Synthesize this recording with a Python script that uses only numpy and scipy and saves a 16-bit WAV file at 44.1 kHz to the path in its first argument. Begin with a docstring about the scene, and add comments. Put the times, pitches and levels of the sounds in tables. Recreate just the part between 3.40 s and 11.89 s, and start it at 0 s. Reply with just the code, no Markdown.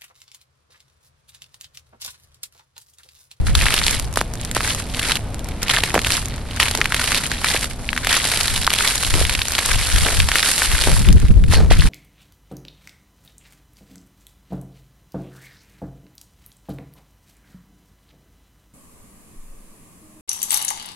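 """A shallow pond under thin ice: slow steps, heard from a microphone just above the boots.
Each step crushes the crust: random breaks ring small plates into a dense crackle, with a bright fizz and coarse crumbs.
Larger cracks are short falling chirps, splinters are dry clicks; boots clack, scuff and scrape as shaped noise and blows.
Gusts and a handling bump, both fluctuating low noise, buffet the microphone over a far low rumble with a faint hum.
The sharpest peaks overload the recorder and clip."""
import sys
import numpy as np
from scipy import signal
from scipy.fft import rfft, irfft, next_fast_len
from scipy.io import wavfile
from scipy.ndimage import uniform_filter1d

SR = 44100
rng = np.random.default_rng(int(sys.argv[2]) if len(sys.argv) > 2 else 0)


def inscribe(sig):
    """Save sig as 16-bit PCM at rate SR to the path in sys.argv[1].

    A 1-D sig is mono; a 2-D sig holds one channel per row.
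    Samples are clipped to [-1, 1] before scaling.
    """
    pcm = np.round(np.clip(np.atleast_2d(sig).T, -1, 1) * 32767)
    wavfile.write(sys.argv[1], SR, pcm.astype(np.int16))


N = 374320
TIME_S = np.arange(N) / SR
LEFT_RIGHT = np.array([[1], [-1]])


def undb(db):
    """Decibels to gain."""
    return 10 ** (np.asarray(db) / 20)


def unit(x):
    """Scale to rms 1."""
    return x / np.sqrt(np.mean(x ** 2))


def colour(x, points):
    """Shape a spectrum by frequency and dB points, joined along log frequency."""
    hz, db = np.transpose(points)
    size = next_fast_len(N + 4096)
    f = np.maximum(np.fft.rfftfreq(size, 1 / SR), 1)
    gain = undb(np.interp(np.log(f), np.log(hz), db))
    return irfft(rfft(x, size) * gain, size)[..., :N]


def ring(x, hz, q):
    """A damped resonance with gain 1 at its centre; q is at least 0.9."""
    b, a = signal.iirpeak(hz, max(q, 0.9), fs=SR)
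    return signal.lfilter(b, a, x)


def butter(x, order, hz, kind):
    """Butterworth low-pass or high-pass."""
    return signal.sosfilt(signal.butter(order, hz, kind, fs=SR, output="sos"), x)


def add(track, s, sound):
    """Mix a sound in at a time in seconds."""
    i = int(np.clip(s * SR, 0, N))
    track[..., i:i + sound.shape[-1]] += sound[..., :N - i]


def swell(s, rise_s, hold_s, fall_s):
    """Exponential rise to full strength at s, a hold, an exponential fall."""
    near = slice(max(int((s - 1) * SR), 0), int((s + hold_s + 1) * SR))
    rise = (TIME_S[near] - s) / rise_s
    fall = (s + hold_s - TIME_S[near]) / fall_s
    out = np.zeros(N)
    out[near] = np.exp(np.minimum(rise, fall).clip(-30, 0))
    return out


# how far the two microphone ports differ: f/Hz, side gain/dB
PORT_SIDE = [(200, -17.5), (700, -11.5), (1200, -9.5), (2200, -8), (3400, -8.5), (5000, -4.5), (7000, 4.5),
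             (8500, 0), (10000, -2), (12500, -0.5)]


def ports(mid, side):
    """Left and right: alike in the bass, mostly unrelated in the treble."""
    return mid + LEFT_RIGHT * colour(side, PORT_SIDE)


def fractures(per_s, spread_db):
    """Random tiny breaks of either sign, a few of them far stronger than the rest."""
    size = undb(spread_db * np.minimum(rng.exponential(size=N), 3.5))
    return (rng.random(N) < per_s / SR) * size * rng.choice([-1, 1], N)


def scatter(breaks, tail_s, share):
    """Each break is followed by a short hiss of splinters."""
    # a leaky sum of break power; tail_s is its decay time
    power = signal.lfilter([1 / (tail_s * SR)], [1, -np.exp(-1 / (tail_s * SR))], breaks ** 2)
    return breaks + share * np.sqrt(power) * rng.standard_normal(N)


def steady(x, window_s):
    """Even out the slow level and keep the grain."""
    power = uniform_filter1d(np.mean(x ** 2, axis=0), int(window_s * SR))
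    power = np.abs(uniform_filter1d(power, int(window_s * SR / 2)))
    return x / np.sqrt(power + 1e-12)


# a sole loading the crust: t/s of full weight, build-up/s, hold/s,
# relative crunch level/dB (breaking plates), relative fizz level/dB (fine crystals)
PRESSES = [(0.065, 0.0058, 0.013, -26.5, -28), (0.152, 0.0068, 0.043, -31, -26.5),
           (0.228, 0.04, 0.15, -21.5, -25), (0.462, 0.036, 0.03, -25.5, -22), (0.51, .012, 0.039, -24, -25),
           (0.588, 0.022, 0.047, -36.5, -37), (0.773, 0.0077, 0.019, -27, -28.5),
           (1.01, 0.035, 0.071, -37, -42), (1.156, 0.0077, 0.011, -24.5, -26),
           (1.249, 0.04, 0.063, -24, -23.5), (1.387, .01, 0.011, -28.5, -27.5),
           (1.596, 0.08, 0.073, -27.5, -28), (1.67, 0.022, 0.036, -20, -25),
           (1.75, 0.0048, 0.0078, -29.5, -29), (2.09, 0.048, 0.026, -38, -48),
           (2.233, 0.029, 0.063, -28.5, -39), (2.294, 0.0015, 0.067, -18, -24),
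           (2.433, 0.0047, 0.059, -26.5, -29), (2.539, 0.0011, 0.011, -20, -29),
           (2.699, 0.062, 0.069, -22.5, -22), (2.892, .02, 0.074, -34.5, -47.5),
           (3.177, 0.078, 0.011, -30, -39), (3.2, 0.004, 0.053, -21, -24.5),
           (3.272, 0.095, 0.13, -32, -33.5), (3.597, 0.092, 0.078, -22, -25),
           (3.705, 0.023, 0.073, -22, -23.5), (3.837, 0.011, 0.029, -26.5, -25.5),
           (3.914, 0.015, 0.036, -28, -32.5), (4.068, 0.054, 0.082, -20.5, -22.5),
           (4.207, 0.018, 0.026, -27, -25.5), (4.3, .003, 0.0064, -32, -31.5),
           (4.407, 0.033, 0.095, -55, -41.5), (4.61, 0.13, 0.043, -30, -33),
           (4.702, 0.023, 0.063, -17.5, -20.5), (4.843, 0.033, 0.2, -23.5, -22),
           (5.11, 0.034, 0.11, -28, -25.5), (5.305, 0.013, 0.089, -26, -25.5),
           (5.404, 0.024, 0.11, -20.5, -21), (5.617, 0.082, 0.063, -28.5, -23.5),
           (5.782, 0.14, 0.043, -24.5, -21), (5.9, 0.041, 0.03, -26, -26.5),
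           (6.16, 0.27, 0.094, -26, -25.5), (6.28, 0.03, 0.061, -20.5, -21),
           (6.403, 0.032, 0.19, -24.5, -23.5), (6.636, 0.093, 0.15, -24.5, -22.5),
           (6.984, 0.09, 0.011, -19, -19.5), (7.055, 0.022, 0.047, -22.5, -17),
           (7.189, 0.12, 0.063, -22.5, -18.5), (7.319, 0.034, 0.13, -23.5, -22.5),
           (7.453, 0.025, 0.13, -28, -23.5), (7.662, 0.028, 0.028, -28, -35),
           (7.772, 0.036, 0.11, -35, -41), (8.128, 0.021, 0.014, -21.5, -22.5),
           (8.306, 0.0036, 0.025, -20.5, -28.5), (8.393, 0.024, 0.1, -26.5, -29.5)]
RELEASE_S, RELEASE_PER_HOLD = 0.022, 0.35  # the longer the press, the longer the crust takes to settle
CREEP_CRUNCH_DB, CREEP_FIZZ_DB = -52.5, -47  # relative levels under a boot at rest


def crushing():
    """Strength of crunch and fizz: the presses add up in power over the creep of the ice."""
    crunch = np.full(N, undb(CREEP_CRUNCH_DB) ** 2)
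    fizz = np.full(N, undb(CREEP_FIZZ_DB) ** 2)
    for s, rise, hold, crunch_db, fizz_db in PRESSES:
        power = swell(s, rise, hold, RELEASE_S + RELEASE_PER_HOLD * hold) ** 2
        crunch += undb(crunch_db) ** 2 * power
        fizz += undb(fizz_db) ** 2 * power
    return np.sqrt(crunch), np.sqrt(fizz)


# spectrum of breaking plates: f/Hz, relative level/dB
CRUNCH_COLOUR = [(150, -69), (400, 3), (850, 1), (1200, 2.5), (1600, 6.5), (2200, 6.5), (2800, 5),
                 (4000, 5.5), (5200, -1), (7000, -9), (12000, -20)]
# spectrum of fizzing crystals: f/Hz, relative level/dB
FIZZ_COLOUR = [(2000, -5.5), (4500, 0.5), (6500, -6), (8500, -1.5), (10200, 0.5), (11500, -2.5),
               (13000, -15.5)]


def crust(crush, fizz, plate_q=4.2, plate_share=0.61, crunch_trim_db=-2.0, dense_db=-23,
          slips_per_s=130, slip_s=0.0036, patch_s=0.004):
    """Small plates snap in clusters and ring near shifting pitches; crystals fizz with the same breaks."""
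    load = np.clip(crush / undb(dense_db), 0.08, 1)  # a light foot breaks fewer plates
    # the sole drops in sudden slips, each dying away quickly, over an even grind
    jolts = np.abs(fractures(slips_per_s, spread_db=2.0))
    slips = 0.7 + unit(signal.lfilter([1], [1, -np.exp(-1 / (slip_s * SR))], jolts))
    breaks = fractures(per_s=1700, spread_db=1.25) * (rng.random(N) < load) * slips
    # the break moves from patch to patch, each patch spanning neighbouring pitches
    pitches = np.geomspace(900, 5200, 16)
    patch_number = np.cumsum(rng.random(N) < 1 / (patch_s * SR))
    patch = rng.integers(0, len(pitches), N)[patch_number]
    which = (patch + rng.integers(-4, 5, N)) % len(pitches)
    plates = sum(ring(breaks * (which == k), hz, plate_q) / np.sqrt(hz) for k, hz in enumerate(pitches))
    body = plate_share * unit(plates) + unit(scatter(breaks, tail_s=0.0035, share=2.3))
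    aside = scatter(breaks * rng.standard_normal(N), tail_s=0.0023, share=0.66)
    crunch = ports(unit(colour(body, CRUNCH_COLOUR)), unit(colour(aside, CRUNCH_COLOUR)))

    fine = breaks + fractures(per_s=2200, spread_db=5.6) * np.sqrt(slips)

    def crystals():
        """One independent grain of fizz on the shared breaks."""
        grains = scatter(fine * rng.standard_normal(N), tail_s=0.016, share=0.56)
        return unit(colour(grains, FIZZ_COLOUR))

    crystal_fizz = ports(crystals(), crystals())
    return steady(crunch, 0.05) * crush * undb(crunch_trim_db) + steady(crystal_fizz, 0.034) * fizz


# coarse crumbs break off by chance, more often and louder the harder the crust is crushed
CRUMBS_PER_S, CRUMB_FULL_DB = 45, -25  # highest rate, and the crush strength that reaches it
CRUMB_OVER_DB, CRUMB_SPREAD_DB = 1, 3.0  # level against the crush, and its spread
CRUMB_HZ, CRUMB_SPREAD_OCT, CRUMB_S = 2500, 0.55, 0.0014  # middle pitch, its spread, middle decay time


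def crumbs(crush, q=3.4, skirt_q=0.9):
    """Each crumb grinds apart in a burst of a few milliseconds, at a pitch of its own."""
    t = np.arange(1024) / SR
    draws = rng.random((1000, 2))
    spread = rng.standard_normal((len(draws), 3)).clip(-2, 2)
    grit = rng.standard_normal((len(draws), 2, len(t)))
    out = np.zeros((2, N))
    for (when, chance), (size, pitch, length), noise in zip(draws, spread, grit):
        strength = crush[int(when * N)]
        rate = CRUMBS_PER_S * min(strength / undb(CRUMB_FULL_DB), 1)
        if chance < rate * TIME_S[-1] / len(draws):
            hz = CRUMB_HZ * 2 ** (CRUMB_SPREAD_OCT * pitch)
            age = t / (CRUMB_S * 2 ** (0.5 * length))
            burst = unit(ring(ring(noise, hz, q), hz, skirt_q)) * np.sqrt(age) * np.exp(1 - age)
            gain = strength * undb(CRUMB_OVER_DB + CRUMB_SPREAD_DB * size)
            add(out, when * TIME_S[-1], gain * burst)
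    return ports(*out)


# gusts and handling bumps on the microphone: t/s of arrival, hold/s, relative level/dB;
# the short row at 7.938 s is a bump
GUSTS_AND_BUMPS = [(0.013, 0.23, -14.5), (0.29, 0.37, -25), (5.09, 0.13, -23), (5.735, 0.075, -13.5),
                   (5.88, 0.12, -24.5), (6.331, 0.034, -15), (6.539, 0.09, -14.5), (6.791, 0.03, -12),
                   (7.313, 0.037, -16), (7.498, 0.17, -10.5), (7.703, 0.042, -5), (7.825, 0.22, -9.5),
                   (7.938, 0.016, -7.5), (8.107, 0.36, -9)]
# spectrum of wind on the ports: f/Hz, relative level/dB
GUST_COLOUR = [(10, -4.5), (22, 5.5), (55, 4), (100, -4.5), (170, -16), (260, -28.5), (450, -35.5),
               (900, -49), (3000, -61)]
GUST_RISE_S, GUST_FALL_S = 0.046, 0.062
BREEZE_DB = -38.5  # relative level of the breeze between gusts


def wind_and_handling(buffet_db=3.0, trim_db=-1.6, lean_db=1.5, apart=0.89, flutter=3.35):
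    """Eddies buffet each port, the left one harder; strong gusts flutter higher; a bump is shaped alike."""
    eddies = unit(colour(rng.standard_normal(N), [(1, -52), (14, 5), (40, -37), (200, -120)]))
    noise = rng.standard_normal((2, N))
    power = undb(BREEZE_DB) ** 2
    for s, hold, db in GUSTS_AND_BUMPS:
        power = power + (undb(db) * swell(s, GUST_RISE_S, hold, GUST_FALL_S)) ** 2
    force = np.sqrt(power)
    rush = colour(noise[0] + apart * LEFT_RIGHT * noise[1], GUST_COLOUR)
    gust = steady(rush * undb(buffet_db * eddies), 0.31)
    fluttering = flutter * force * ring(gust, 230, 1.0)
    return (gust + fluttering) * force * undb(trim_db + lean_db * LEFT_RIGHT)


# distant rumble of the open air: t/s, level/dB
RUMBLE = [(0, -28.5), (1.9, -26.5), (3.2, -28.5), (4.4, -29), (8.49, -37.5)]
# spectrum of the open air: f/Hz, relative level/dB
AIR_COLOUR = [(12, -4.5), (25, 3), (60, 1.5), (115, -2), (180, -8.5), (250, -10.5), (350, -17), (750, -19),
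              (1200, -26), (4000, -37), (7000, -48), (11000, -49)]


def open_air(hum_hz=250, hum_db=-44):
    """A far low rumble of noise, nearly the same at both ports; a faint hum swells in it and fades."""
    noise = rng.standard_normal((3, N))
    rumble_s, rumble_db = np.transpose(RUMBLE)
    level = undb(np.interp(TIME_S, rumble_s, rumble_db))
    air = unit(colour(ports(noise[0], noise[1]), AIR_COLOUR)) * level
    hum = unit(ring(ring(noise[2], hum_hz, 18.0), hum_hz, 18.0))
    hum_swell = np.exp(-((TIME_S - 4.1) / 1.63) ** 2)
    return air + undb(hum_db) * hum * hum_swell


# loud single cracks: t/s, relative level/dB, ring f/Hz, amount of dry snap (0 to 1)
CRACKS = [(0.1526, 4.5, 3420, 0.37), (0.213, -4.5, 2390, 0.3), (0.2197, -8, 3800, .6),
          (0.257, -5, 3060, 0.4), (0.2664, -2, 1650, 0), (0.285, -3, 2060, 0.3), (0.324, -7.5, 2600, 0.4),
          (0.38, -8, 1720, 0.5), (0.341, -2.5, 2800, 1), (0.371, -12, 1410, 0.9), (0.3892, -2, 4000, 0.23),
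          (.417, -6.5, 1500, 0.4), (0.439, -2, 4430, 0), (0.466, -4, 3880, 0.77), (0.482, -2.5, 3140, 0.45),
          (0.7589, -9, 4320, 0.55), (0.808, -10, 4300, 0.3), (1.177, -13, 1700, 0.5),
          (1.207, -6, 1330, 0.4), (1.2478, -11, 1700, 0.7), (1.5469, -10, 3320, 0.3),
          (1.5953, -5, 2840, 0.5), (1.702, -7, 1720, 0.5), (1.72, -2, 3350, 0.5), (1.756, -4.5, 3860, 0.45),
          (1.77, -10.5, 2450, 0.85), (2.2829, -7, 2600, .4), (2.299, 2.5, 3080, 0.1),
          (2.348, -7, 2360, 0.4), (2.3647, -1.5, 3220, 0), (2.3872, -5, 1440, 0.5),
          (2.4052, -9, 3200, 0.35), (2.4367, 0.5, 2400, 0.52), (2.592, -5.5, 2420, 0.5),
          (2.617, -13, 2600, .9), (2.6476, -3.5, 2600, 0.16), (2.6695, -5, 1730, 0.9),
          (2.7212, -1, 4530, 0.33), (3.111, -13.5, 3240, 0.2), (3.2007, 5, 1950, 0.52),
          (3.23, 1, 1950, 0.55), (3.284, -7, 2470, 0.8), (3.3116, -7, 4430, 0.7),
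          (3.3508, -5.5, 4400, 0.74), (3.415, 6, 1900, 0.11), (3.444, -11, 3170, 0.6),
          (3.4574, 0.5, 2100, 0.34), (3.5227, -1.5, 1670, 0.36), (3.545, -1, 2010, 0.67),
          (3.5962, -3, 1990, 0.26), (3.642, -4, 3030, 0.5), (3.72, -2, 1510, 0.57), (3.7465, -6, 2620, 0.9),
          (3.7557, -5, 4220, 0.15), (3.7817, -7, 3870, 0.47), (3.9169, -3, 1720, 0.6),
          (4.045, 1.5, 1680, 0.34), (4.086, -3.5, 3780, 0.3), (4.163, -4, 2040, 0.2),
          (4.243, -8.5, 3150, 0.83), (4.4905, -2.5, 2420, 0), (4.531, -4, 1680, 0.22),
          (4.5645, -9, 1720, 0.4), (4.5774, -2.5, 1800, 0.32), (4.648, -11, 1940, 1),
          (4.671, -0.5, 2070, 0.64), (4.695, -7, 2800, .4), (4.7293, -2, 1840, 0.56),
          (4.7436, -6, 2060, 0.2), (4.768, -5, 3970, 0.7), (4.853, -9, 3430, 1), (4.9163, -9, 2540, 0.7),
          (4.938, -7, 2400, 0.76), (5.0102, -6, 4150, 0.7), (5.0808, -1, 4300, 0.33),
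          (5.099, -15, 3920, 0.5), (5.162, -6.5, 3420, 0.6), (5.1774, -9, 2450, 0.6),
          (5.2263, -6.5, 3680, 0.1), (5.246, -5, 4100, 0.2), (5.268, -1.5, 4330, 0.5),
          (5.277, 1.5, 1260, .15), (5.3044, -4.5, 3250, 0.6), (5.317, -10, 1390, 0.4),
          (5.337, 0.5, 2870, 0.66), (5.3874, -1.5, 2990, 0.04), (5.408, -1.5, 1530, 0.2),
          (5.4708, -9.5, 1900, 0.6), (5.476, 0.5, 4200, 0.4), (5.579, -5, 4230, 0.1),
          (5.633, -10, 1230, 0.8), (5.649, -3.5, 3680, 0.15), (5.7405, -6, 2880, .6),
          (5.852, -2, 2330, 0.25), (5.896, -3.5, 2040, 0.7), (5.9392, -8, 2970, .5),
          (5.951, 0.5, 2760, 0.26), (5.992, -9, 3100, 0.96), (6.0184, -1, 3200, 0.23),
          (6.1518, -4.5, 3530, 0.46), (6.1832, -3.5, 2480, 0.6), (6.189, 0.5, 2110, 0.52),
          (6.562, -4.5, 2880, 0.5), (6.584, -8.5, 3700, 0.8), (6.667, -3, 1500, 0.4), (6.6865, -7, 2230, 0),
          (6.8023, 1.5, 2780, 0.27), (6.888, -4.5, 3600, 0.87), (6.9174, -1, 2000, 0.35),
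          (6.957, 3, 1990, 0.5), (6.985, -2, 3500, 0.4), (7.0287, -3.5, 3180, 0.7),
          (7.032, -2.5, 1910, 0.3), (7.22, -7, 1537, 0.1), (7.2519, -16, 3000, .5), (7.3162, -8, 2240, 0.9),
          (7.3818, -5, 2800, 0.4), (7.4132, -4.5, 4050, 0.5), (7.4387, -4, 3190, 0.5),
          (7.688, -9, 2300, 0.64), (8.0397, -14, 2040, 0.33), (8.125, -5.5, 1310, 0.2),
          (8.32, -3, 1950, 0.35), (8.397, -6, 2870, 0.14), (8.408, -7, 4000, 0), (8.4212, -8, 1610, 0)]
# what the sheet radiates: f/Hz, gain/dB
CRACK_COLOUR = [(300, -4), (950, -1), (1500, -1.5), (4300, -1.5), (6000, -8), (7500, -8.5), (10000, -6)]


def cracks(lag_s=0.0005, ring_q=2.3, tail_q=0.9, snap_s=0.0028, tail=0.2, tail_s=0.0035, trim_db=0.5):
    """A crack rings a patch of the sheet; bending waves run faster at high pitch: a falling chirp."""
    t = np.arange(2048) / SR
    f = np.fft.rfftfreq(len(t), 1 / SR)
    impulse = 1.0 * (t == 0)
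    mid, side = np.zeros((2, N))
    for s, db, hz, snap in CRACKS:
        path, lean, sign = rng.standard_normal(3)
        noise = rng.standard_normal((4, len(t)))
        lag = lag_s * np.exp(0.3 * path)  # travel time at 1 kHz, falling as 1 / sqrt(f)
        travel = np.exp(-4j * np.pi * lag * np.sqrt(1000 * f))
        # small patches ring for more cycles and snap harder; water damps the broad low ones
        brittle = np.sqrt(hz / 2400)
        q = ring_q * brittle / (1 + 2 * snap)  # a clean break rings longer than a splintering one
        patch = ring(impulse, hz, q)
        struck = (0.2 + 0.5 * snap) * patch + ring(patch, hz, q)
        chirp = irfft(rfft(struck) * travel)
        chirp *= np.sign(sign) / np.abs(chirp).max()
        snaps = snap * brittle * noise[:2] * np.exp(-t / snap_s)
        rattle = unit(ring(ring(noise[2:], hz, tail_q), hz, tail_q))
        tails = tail * brittle * rattle * np.exp(-t / tail_s) * (1 - np.exp(-t * hz))
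        start = s - lag - 0.5 / hz
        gain = undb(db + trim_db)
        add(mid, start, gain * (chirp + snaps[0] + tails[0]))
        add(side, start, gain * (0.36 * lean * chirp + snaps[1] + tails[1]))
    return colour(ports(mid, side), CRACK_COLOUR)


# brittle splinters snapping on the surface: t/s, relative level/dB
TICKS = [(.511, -8), (0.598, -12), (.728, -22), (.74, -20), (.938, -17.5), (.955, -23), (1.014, -19),
         (1.05, -14), (1.114, -12), (1.15, -11), (1.349, -13.5), (1.945, -22), (1.994, -23.5),
         (2.045, -20.5), (2.088, -21), (2.221, -19), (2.231, -7), (2.858, -14), (2.885, -22), (2.962, -21),
         (3.163, -18), (3.375, -10), (5.557, -7.5), (6.084, -9.5), (6.121, -7), (6.261, -6), (7.117, -10),
         (7.728, -11), (7.801, -19)]


def ticks(decay_s=0.00053, after=0.11, after_s=0.0082, trim_db=2):
    """A splinter gives one dry bright click of noise with a faint rattle after it."""
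    t = np.arange(1024) / SR
    fade = np.exp(-t / decay_s) + after * np.exp(-t / after_s)
    out = np.zeros((2, N))
    for s, db in TICKS:
        burst = rng.standard_normal((2, len(t)))
        add(out, s - decay_s, undb(db + trim_db) * burst * fade)
    return ports(*out)


# the boot's weight strikes the whole sheet: t/s, relative level/dB,
# hardness as top edge f/Hz, amount of dry snap (0 to 1)
CLACKS = [(0.7730, 0.5, 1720, 0.9), (0.8132, -1.5, 1940, 0.6), (1.1670, -3, 1480, 0.4),
          (2.5436, -1.5, 1520, 0.9), (2.5533, 0.5, 2500, 0.4), (2.5622, -2.5, 740, 0.2),
          (2.5783, -0.5, 2100, 0.34), (4.147, -10, 740, 0.2), (5.741, -9.5, 1490, 0.6),
          (5.814, -9.5, 685, 0.3), (8.136, -6, 1300, .5), (8.312, -3, 850, 0.2)]


def clacks(low_hz=260, snap_s=0.0011, water_hz=190, water=0.12, water_s=0.0059):
    """A hard blow bends the sheet in a band-limited pulse; the surface snaps and the water below thuds."""
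    t = np.arange(2048) / SR
    impulse = 1.0 * (t == 0)
    thud = water * np.sin(2 * np.pi * water_hz * t) * np.exp(-t / water_s)
    out = np.zeros((2, N))
    for s, db, edge_hz, snap in CLACKS:
        bend = butter(butter(impulse, 5, edge_hz, "low"), 2, low_hz, "high")
        bend /= np.abs(bend).max()
        snaps = 0.5 * snap * rng.standard_normal((2, len(t))) * np.exp(-t / snap_s)
        blow = np.array([bend + thud + snaps[0], snaps[1]])  # mid, side
        add(out, s - 0.5 / edge_hz, undb(db) * blow)
    return ports(*out)


# the sole drags and the sheet grumbles under it: t/s, relative level/dB, decay/s, f/Hz
SCUFFS = [(2.542, -15, 0.017, 242), (3.375, -28.5, 0.033, 406), (5.745, -24, 0.034, 397),
          (6.647, -21.5, 0.047, 450), (7.465, -20.5, 0.029, 400), (8.149, -24, 0.068, 430),
          (8.311, -20, 0.008, 550)]


def scuffs(blows_per_s=300, grit=0.06, ease=0.22, width_q=1.0, trim_db=5.0):
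    """A dragging sole gives the sheet a run of small dull blows."""
    t = np.arange(16384) / SR
    out = np.zeros(N)
    for s, db, length, hz in SCUFFS:
        blows = rng.standard_normal(len(t)) * (grit + (rng.random(len(t)) < blows_per_s / SR))
        shape = np.exp(-t / length) * (1 - np.exp(-t / (ease * length)))
        add(out, s, undb(db + trim_db) * unit(ring(blows, hz, width_q)) * shape)
    return out


def scrape(s=8.137, rise_s=0.0073, hold_s=0.0051, fall_s=0.031, hz=4400, db=-23):
    """A sole skids on landing: quick slips rasp in one bright resonance."""
    slips = scatter(fractures(per_s=1500, spread_db=4), tail_s=0.002, share=1)
    rasp = unit(ring(ring(slips, hz, 5.9), hz, 2.3))
    return rasp * undb(db) * swell(s, rise_s, hold_s, fall_s)


def scene():
    """Ice underfoot, wind and handling at the microphone, open country beyond."""
    crush, fizz = crushing()
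    boots = crust(crush, fizz) + crumbs(crush) + clacks() + scuffs() + scrape()
    return boots + wind_and_handling() + open_air() + cracks() + ticks()


def record(dry):
    """The right port is a little brighter; the recorder rolls off the top, clips peaks and cuts off."""
    heard = dry - 0.33 * LEFT_RIGHT * ring(dry, 4760, 4.6)
    clipped = np.clip(butter(heard, 10, 12000, "low"), -1, 1)
    # steep cutoff at 12.8 kHz, 0.2 dB ripple, 80 dB down
    cutoff = signal.ellip(10, 0.2, 80, 12800, fs=SR, output="sos")
    return signal.sosfilt(cutoff, clipped)


dry = scene()
out = record(dry)
inscribe(out)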